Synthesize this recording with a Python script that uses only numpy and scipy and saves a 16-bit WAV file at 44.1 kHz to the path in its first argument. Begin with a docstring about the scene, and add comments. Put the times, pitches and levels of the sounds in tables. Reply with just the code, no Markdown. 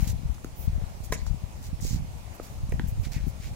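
"""Outdoor tennis court, heard a few metres away through the two microphone ports of a camera.
Throughout, traffic and leaves hiss as shaped noise, and wind buffets each port with high-passed pulses.
Early on, shoes scuff the grit (gliding noise bands) and balls knock farther off (clicks and thuds).
Then a racket strikes a ball: three force pulses ring damped modes under a noise crack, and narrow hisses
linger. More knocks and scuffs follow; ground, fences and trees echo the stroke and the knocks."""
import sys
import numpy as np
from scipy import signal
from scipy.fft import rfft, irfft
from scipy.io import wavfile
from scipy.ndimage import uniform_filter1d

SR = 44100
rng = np.random.default_rng(int(sys.argv[2]) if len(sys.argv) > 2 else 0)


def boost_factor(decibels):
    """Convert a level in decibels to a linear amplitude factor."""
    exponent = np.asarray(decibels, float) / 20
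    return 10 ** exponent


def output_pcm(signal):
    """Save a mono or channel-first signal as 16-bit PCM at the path in sys.argv[1].

    Samples are clipped to [-1, 1] before scaling.
    """
    pcm = np.clip(np.atleast_2d(signal).T, -1, 1) * 32767
    wavfile.write(sys.argv[1], SR, np.round(pcm).astype(np.int16))


N = 156555  # length [samples]


def evened(x):
    """Normalization: scales a signal to an rms of 1."""
    return x / np.sqrt(np.mean(x ** 2) + 1e-20)


def read(points, hz):
    """Interpolation of a (frequency [Hz], value) table on a logarithmic frequency axis."""
    f, value = np.transpose(points)
    return np.interp(np.log(hz + 1), np.log(f + 1), value)


def add(mix, s, sound):
    """Superposition: adds a sound to the mix at time s."""
    part = mix[round(s * SR):][:len(sound)]
    part += sound[:len(part)]


def coloured(x, table):
    """Linear filtering: weights the spectrum by a (frequency [Hz], gain [dB]) table."""
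    hz = np.fft.rfftfreq(N, 1 / SR)
    return irfft(rfft(x) * boost_factor(read(table, hz)), N)


def pair(size, likeness, hz):
    """Partial coherence: random spectra (2, bins, frames) with a given left-right likeness."""
    frames = N // (size // 4) + 5
    a, b, c, d = rng.standard_normal((frames, len(hz), 4)).T
    common, other = a + 1j * b, c + 1j * d
    likeness = np.clip(likeness, -1, 1)
    return np.array([common, likeness * common + np.sqrt(1 - likeness ** 2) * other])


def bump(width_ms):
    """Gaussian pulse of given full width at half height, centred on sample 900."""
    ms = np.arange(-900, 901) / SR * 1000
    return np.exp(-np.log(16) * (ms / width_ms) ** 2)


# relative spectral density of distant traffic and leaves: (frequency [Hz], density [dB per Hz])
AIR_SPECTRUM = [(120, -30), (200, -3), (227, -6), (263, -9), (316, -9.5), (500, -9.5), (558, -8), (806, -8),
                (1590, -19.5), (2330, -17.5), (3130, -21), (6880, -21.5), (16000, -32.5)]
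# likeness of the distant hiss at the two ports: (frequency [Hz], left-right likeness)
AIR_LIKENESS = [(200, 1), (400, 0.71), (700, 0.48), (1400, 0.21), (3000, 0.033), (15000, .05)]
AIR_RMS_DB, TRAFFIC_LAG_SAMPLES = -51, 13
PATCHY_DB, SWELL_DB = 1.4, -0.55


def air():
    """Diffuse noise field: far hiss of random spectra with drifting patches and a slow swell."""
    hz = np.fft.rfftfreq(1024, 1 / SR)
    z = pair(1024, read(AIR_LIKENESS, hz)[:, None], hz)
    # traffic lies to the right, so the left port hears it later
    z[0] *= np.exp(-2j * np.pi * hz * TRAFFIC_LAG_SAMPLES / SR)[:, None]
    field = rng.standard_normal(z.shape[1:])
    across_bins = uniform_filter1d(field, size=14, axis=0)
    patches = evened(uniform_filter1d(across_bins, size=12, axis=1))
    swell = evened(uniform_filter1d(field.mean(0), size=40))
    z = z * boost_factor(read(AIR_SPECTRUM, hz)[:, None] + PATCHY_DB * patches + SWELL_DB * swell)
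    hiss = signal.istft(z, nperseg=1024, noverlap=768)[1][:, :N]
    return boost_factor(AIR_RMS_DB) * evened(hiss)


# gusts, before the eddy trim and the split by port:
# (time [s], level [dB], left minus right [dB])
GUST_LEVELS = [(0.0, -25.5, -2), (0.02, -31.5, 6), (0.23, -34, 6), (0.32, -35, 8), (0.36, -42, 9.5),
               (0.64, -37, 4), (0.67, -30.5, 5), (0.71, -34.5, -11), (0.85, -32, 14), (0.93, -43, -6.5),
               (1.02, -36.5, -16), (1.06, -37.5, 24), (1.12, -35, -3), (1.26, -34.5, 11), (1.31, -29, 22),
               (1.38, -36, 14), (1.45, -42, 3), (1.5, -42, 4.5), (1.91, -30, -7), (2.37, -46, 13),
               (2.66, -34, -1.5), (2.74, -30, 4), (2.97, -34, 0.5), (3.0, -30.5, -6), (3.1, -38, -15),
               (3.16, -36, 1), (3.22, -33, 4), (3.28, -32.5, 18), (3.34, -39.5, 7.5), (3.55, -35.5, 3)]
# strongest single buffets at each port, before the buffet gain and the vent:
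# (time [s], signed peak pressure, full width at half height [ms])
LEFT_PUSHES = [(0.028, 0.37, 3.8), (0.0732, 0.22, 3.06), (0.01, -.07, 4.4), (0.1, 0.13, 4.7),
               (.11, 0.19, 5.6), (.595, .07, 5.8), (1.16, 0.061, 2.5), (1.283, -0.03, 8.1),
               (2.982, .06, 3.6), (3.183, -0.078, 2.8), (3.28, -0.12, 2.4), (3.402, 0.077, 3.4),
               (0.1303, 0.055, 7.5), (0.2554, 0.16, 4.3), (0.2976, 0.16, 6.9), (0.3156, 0.16, 8.3),
               (0.6788, 0.31, 4.15), (0.6967, -0.1, 4.3), (0.7316, -0.17, 5.1), (0.759, 0.2, 6.3),
               (0.8224, -0.12, 3.85), (0.838, 0.081, 4.6), (1.1072, 0.15, 3.2), (1.222, 0.13, 6.1),
               (1.3105, -0.24, 4.2), (1.3454, -0.1, 2.86), (1.4385, 0.13, 4.1), (1.9459, 0.13, 2.5),
               (2.6353, -0.12, 4.8), (2.7421, 0.29, 3.46), (2.8412, 0.17, 3.17), (2.8864, 0.13, 3.5),
               (3.1656, 0.14, 2.8), (3.2699, 0.13, 2.03)]
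RIGHT_PUSHES = [(0.2485, 0.063, 4.9), (0.6968, -0.12, 4.9), (0.781, -0.077, 2.5), (1.005, 0.032, 2.1),
                (1.823, -0.026, 2.4), (1.871, 0.044, 3.7), (2.0, -0.07, 3.3), (2.692, 0.072, 3.2),
                (2.718, -0.017, 4.4), (3.152, -0.12, 12), (3.455, 0.098, 8.6), (1.7316, 0.11, 2.7),
                (1.8512, 0.083, 1.3), (1.91, 0.12, 3), (1.932, -0.17, 2.94), (1.945, 0.083, 3.3),
                (1.9624, -0.14, 2.9), (2.6367, 0.1, 7), (2.995, 0.22, 9.4), (3.0154, 0.1, 6.1),
                (3.057, -0.05, 6), (3.071, -0.068, 2.24), (3.113, 0.052, 4.2)]
# small eddies, drawn with equal chance: full width at half height [ms]
EDDY_WIDTHS = (2.85, 4.46, 4.73, 9.2)
BUFFET_GAIN_DB, EDDY_TRIM_DB = 4, -1.5
EDDIES_PER_S, EDDY_SPREAD_DB = 130, 3.0
VENT_CUT_HZ, VENT_Q = 36.5, 0.62


def wind():
    """Turbulent pressure through a second-order high-pass: the vent makes each push swing and dip."""
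    s, level_db, pan_db = np.transpose(GUST_LEVELS)
    t, out = np.arange(N) / SR, np.zeros((2, N))
    level, pan = np.interp(t, s, level_db), np.interp(t, s, pan_db)
    hit, size, sign, kind = rng.random((4, 2, N))
    strength = boost_factor(-EDDY_SPREAD_DB * np.log(size + 0.14))
    kicks = (hit < EDDIES_PER_S / SR) * strength * np.where(sign < 0.65, 1, -1)
    kind = (kind * len(EDDY_WIDTHS)).astype(int)
    # the port vents away slower pressure
    cut = 2 * np.pi * VENT_CUT_HZ
    b, a = signal.bilinear([1, 0, 0], [1, cut / VENT_Q, cut ** 2], SR)
    for port, buffets in enumerate((LEFT_PUSHES, RIGHT_PUSHES)):
        eddies = np.zeros(N)
        for k, width_ms in enumerate(EDDY_WIDTHS):
            eddies += signal.oaconvolve(kicks[port] * (kind[port] == k), bump(width_ms), "same")
        # the two shares of power sum to one
        share = 1 / (1 + boost_factor(2 * pan * (2 * port - 1)))
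        gain = boost_factor(level + EDDY_TRIM_DB) * 2 * np.sqrt(share)
        pushes = np.zeros(N)
        for at, peak, width_ms in buffets:
            add(pushes, at - 900 / SR, peak * bump(width_ms))
        out[port] = evened(signal.lfilter(b, a, eddies)) * gain
        out[port] += boost_factor(BUFFET_GAIN_DB) * signal.lfilter(b, a, pushes)
    return out


# decay of echoes from ground, fences and trees: (frequency [Hz], t60 [s])
COURT_DECAY = [(300, 0.32), (1000, 0.24), (2500, 0.28), (7000, 0.4), (15000, 0.078)]
COURT_GAP_S = 0.004  # silence ahead of the first reflection


def court(x):
    """Reverberation: sparse reflections of random sign, each band decaying exponentially at its own rate."""
    taps, first = np.zeros((2, SR // 2)), round(COURT_GAP_S * SR)
    # one reflection in every 20 samples, placed independently for each port
    at = first + np.arange(0, 18000, 20) + rng.integers(0, 20, (2, 900))
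    np.put_along_axis(taps, at, rng.choice([-1., 1.], at.shape), 1)
    hz, t, z = signal.stft(taps, SR, nperseg=128)
    decay = boost_factor(-60 * t / read(COURT_DECAY, hz)[:, None])
    tail = signal.istft(z * decay, SR, nperseg=128)[1]
    return signal.fftconvolve(x[None], tail / np.linalg.norm(tail[0]), axes=1)[:, :N]


# shoe scuffs, and narrow hisses that linger after the stroke; levels before crackle and body colour:
# (start [s], length [s], level [dB], start frequency [Hz], end frequency [Hz],
#  half width at 1/e of the power [octaves], place of the peak [0-1, held within 0.05-0.9])
HISS_BANDS = [(0, 0.14, -47.5, 5100, 3470, 1.9, 0.03), (0.073, 0.061, -41.5, 6800, 7200, 1.03, 0),
              (0.342, 0.012, -54.5, 5000, 5000, 1.2, 0.4), (0.55, 0.13, -48, 15500, 13400, 0.44, 0.55),
              (0.587, 0.1, -58, 4000, 4020, 1.2, 0.44), (1.033, 0.044, -49.5, 9400, 8450, 0.96, 0.34),
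              (1.116, 0.047, -41, 8000, 7000, 0.52, 0.32), (1.127, 0.044, -48.5, 2030, 2020, 0.46, 0),
              (1.195, 0.033, -60, 2100, 2100, 0.11, 0.3), (1.164, 0.031, -56, 7000, 6800, 0.081, .5),
              (1.166, 0.08, -60, 4230, 4430, 0.18, 0.14), (1.261, 0.045, -52, 5300, 5440, 0.73, 0.1),
              (1.61, 0.089, -52, 8040, 5000, 1.2, .5), (1.805, 0.026, -49, 7960, 8000, 0.82, 0.2),
              (1.811, 0.19, -46.5, 6700, 4640, 0.56, 0.18), (1.818, .19, -46.5, 7840, 2980, 1.45, 0.24),
              (2.336, 0.037, -54, 12000, 12000, 0.85, .5), (2.426, 0.076, -51.5, 10000, 10000, 1.9, 0.1),
              (2.466, 0.14, -61, 12800, 12800, 1.5, 0.3), (2.693, 0.01, -52.5, 8050, 8000, 0.37, 0),
              (2.872, .055, -51, 12000, 14000, 0.8, 0.05), (3.002, 0.063, -56, 13000, 10000, 0.58, .7),
              (3.029, 0.064, -50, 3100, 3400, 1.2, 0.26), (3.113, 0.085, -48.5, 4150, 3900, 1.27, 0.2),
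              (3.123, 0.088, -55, 2500, 1950, 0.17, 0.42), (3.132, 0.2, -59, 2600, 2400, 1.3, 0.1),
              (3.253, 0.065, -55, 12000, 12000, 1.1, 0.6), (3.384, 0.13, -52.5, 3500, 3480, 1.3, 0.55)]
# likeness of these bands at the two ports: (frequency [Hz], left-right likeness)
HISS_LIKENESS = [(2000, 0.81), (5000, 0.22), (12000, 0.21)]
CRACKLE_DB, SWELL_SHARPNESS = 2.5, 0.97


def scuffs_and_hisses():
    """Filtered noise: shoe scuffs on grit, and narrow hisses lingering after the stroke,
    as crackling bands whose centre may glide."""
    hz = np.fft.rfftfreq(128, 1 / SR)
    z = pair(128, read(HISS_LIKENESS, hz)[:, None], hz)
    t, power = np.arange(z.shape[2]) * 32 / SR, 0
    for start, length, db, from_hz, to_hz, octaves, top in HISS_BANDS:
        u, top = np.clip((t - start) / length, 0, 1), np.clip(top, 0.05, 0.9)
        rise_and_fall = np.minimum(u / top, (1 - u) / (1 - top))
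        swell = np.sin(np.pi / 2 * rise_and_fall) ** SWELL_SHARPNESS
        centre_hz = from_hz + (to_hz - from_hz) * u
        band = np.exp(-(np.log2((hz[:, None] + 1) / centre_hz) / octaves) ** 2)
        power = power + band / band.mean(0) * (swell * boost_factor(db)) ** 2
    crackle = boost_factor(CRACKLE_DB * np.minimum(rng.exponential(size=len(t)), 4))
    plain_rms = signal.istft(z, nperseg=128, noverlap=96)[1].std()
    bands = signal.istft(z * np.sqrt(power) * evened(crackle), nperseg=128, noverlap=96)[1]
    return bands[:, :N] / plain_rms


# balls on ground and far rackets, levels before body colour:
# (time [s], thud level [dB], thud frequency [Hz], thud length [cycles, its peak falls at half],
#  click level [dB], click frequency [Hz], click t60 [s], felt hiss level [dB], left port later by [samples])
FAR_KNOCKS = [(0.3812, -45, 700, 0.78, -45, 1270, .012, -70, -8),
              (0.4452, -24.5, 271, 0.92, -31, 1350, 0.007, -37, -5),
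              (.812, -37.5, 486, 1.25, -52.5, 1500, .012, -70, -6),
              (1.2655, -39, 800, 1.1, -35.5, 1380, 0.0071, -50, -6),
              (1.801, -59, 600, 0.93, -45, 1960, 0.0066, -65, -4),
              (2.398, -25, 407, 0.97, -36, 1240, 0.015, -61, -4),
              (2.7218, -29.5, 434, 1.9, -33.5, 2450, 0.0034, -42, 1.5),
              (2.7242, -41.5, 765, 1.8, -36.5, 1880, 0.0082, -60, 4),
              (2.7959, -22.5, 263, 0.84, -24, 1620, 0.0054, -44, -2),
              (2.796, -28, 730, 0.88, -28, 3200, 0.0038, -70, -3.5)]
THUD_LAG_S, FELT_T60_S = 0.00091, 0.012


def knocks():
    """Impact radiation: a dry click with a puff of felt, then a round thud of the hollow ball."""
    t, out = np.arange(2000) / SR, np.zeros((2, N))
    for s, thud_db, thud_hz, cycles, click_db, click_hz, click_t60, felt_db, lag in FAR_KNOCKS:
        u = np.maximum(t - THUD_LAG_S, 0) * thud_hz  # cycles since the thud began
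        swell = (2 * u / cycles) ** 2 * np.exp(2 - 4 * u / cycles)
        thud = boost_factor(thud_db) * swell * np.sin(2 * np.pi * u - 1.2)
        attack = np.minimum(t * click_hz * 2, 1)
        click = -attack * np.sin(2 * np.pi * click_hz * t) * boost_factor(click_db - 60 * t / click_t60)
        felt = rng.standard_normal(len(t)) * boost_factor(felt_db - 60 * t / FELT_T60_S)
        sound = thud + click + felt
        add(out[0], s + lag / SR, sound)
        add(out[1], s, sound)
    return out


# force pulses as the strings bite and the ball flattens and leaves:
# (time [s], pulse area [dB], full width at half height [ms], signed weight [- pull, + push])
STROKE_FORCES = [(1.1228, -28.5, 0.14, -0.74), (1.1243, -13, 0.53, 0.83), (1.1262, -15.5, 0.072, 0.41)]
# modes of ball and strung frame: (frequency [Hz], level [dB], t60 [s])
RACKET_MODES = [(181, -2, 0.018), (2780, -24, .015), (445, -17, 0.078), (700, 0, 0.0074),
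                (1020, -12.5, 0.037), (1240, -11.5, 0.023), (1500, -19, 0.036), (1770, -1, 0.013),
                (1990, -19, 0.036), (2270, -16, 0.027), (3820, -11.5, 0.024)]
CRACK_DB, CRACK_T60_S = -20.5, 0.022  # level before the crack's own filter


def stroke():
    """Modal excitation: three quick force pulses ring ball and frame, as felt tears over strings in a crack."""
    t, force, noise = np.arange(6000) / SR, np.zeros(N), np.zeros(N)
    for s, db, width_ms, weight in STROKE_FORCES:
        push = bump(width_ms)
        add(force, s - 900 / SR, weight * boost_factor(db) * push / push.sum())
    ring = np.zeros(len(t))
    for hz, db, t60 in RACKET_MODES:
        ring += boost_factor(db - 60 * t / t60) * np.sin(2 * np.pi * hz * t)
    attack = np.minimum(t / 0.0009, 1)
    burst = boost_factor(CRACK_DB - 60 * t / CRACK_T60_S) * attack * rng.standard_normal(len(t))
    add(noise, STROKE_FORCES[0][0], burst)
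    crack = coloured(noise, [(2500, -10.5), (3500, 0.5), (14000, -7)])
    return signal.oaconvolve(force, ring)[:N] + crack


# the player moves across the court: (time [s], left port later by [samples])
PLAYER_PATH = [(0, 3), (.15, 2), (.55, -3), (1.05, -4), (1.12, -3), (1.3, -6), (1.9, -6), (2.45, -2),
               (3.05, 1), (3.2, 1), (3.45, -2)]


def from_player(x):
    """Time difference of arrival: the left port's delay varies as the player moves."""
    n = np.arange(N)
    s, lag = np.transpose(PLAYER_PATH)
    delay = np.interp(n / SR, s, lag).round().astype(int)
    x[0] = x[0][np.clip(n - delay, 0, N - 1)]
    return x


# colour of the camera body for near sounds: (frequency [Hz], gain [dB])
BODY_COLOUR = [(300, -1.5), (1500, 4), (2200, 6.5), (3200, 0.5), (4300, 3), (5200, 3.5), (7100, 5.5),
               (8500, -2), (11000, 0.5), (15500, 1)]


def through_body(x):
    """Linear response of the camera body, alike at both ports."""
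    return coloured(x, BODY_COLOUR)


# difference between the microphone ports: (frequency [Hz], left minus right [dB])
PORT_DIFFERENCE = [(380, 0), (700, -4.5), (1290, -1.5), (2380, -3), (4400, 0), (8120, -1), (15000, -10)]


def through_ports(x):
    """Unequal port responses: each port takes half the level difference, with opposite sign."""
    left = coloured(x[0], [(hz, db / 2) for hz, db in PORT_DIFFERENCE])
    right = coloured(x[1], [(hz, -db / 2) for hz, db in PORT_DIFFERENCE])
    return np.array([left, right])


def scene():
    """Superposition: near sounds pass the body, airborne sound passes the ports, wind adds at each port."""
    hit, balls = stroke(), knocks()
    player = from_player(hit + scuffs_and_hisses())
    echoes = boost_factor(-11.5) * court(hit + balls[1])
    near = through_body(player + balls + echoes)
    return through_ports(near + air()) + wind()


def top_cut(x):
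    """Nothing passes above the cut-off."""
    return signal.sosfilt(signal.butter(12, 17100, fs=SR, output="sos"), x)


def record(dry):
    """Band limitation: a linear-phase low-pass at 15850 Hz sets the camera's upper edge."""
    lowpass = signal.firwin(401, 15850, window=("kaiser", 8), fs=SR)
    mix = signal.oaconvolve(dry, lowpass[None], "same")
    return top_cut(mix)


dry = scene()
out = record(dry)
output_pcm(out)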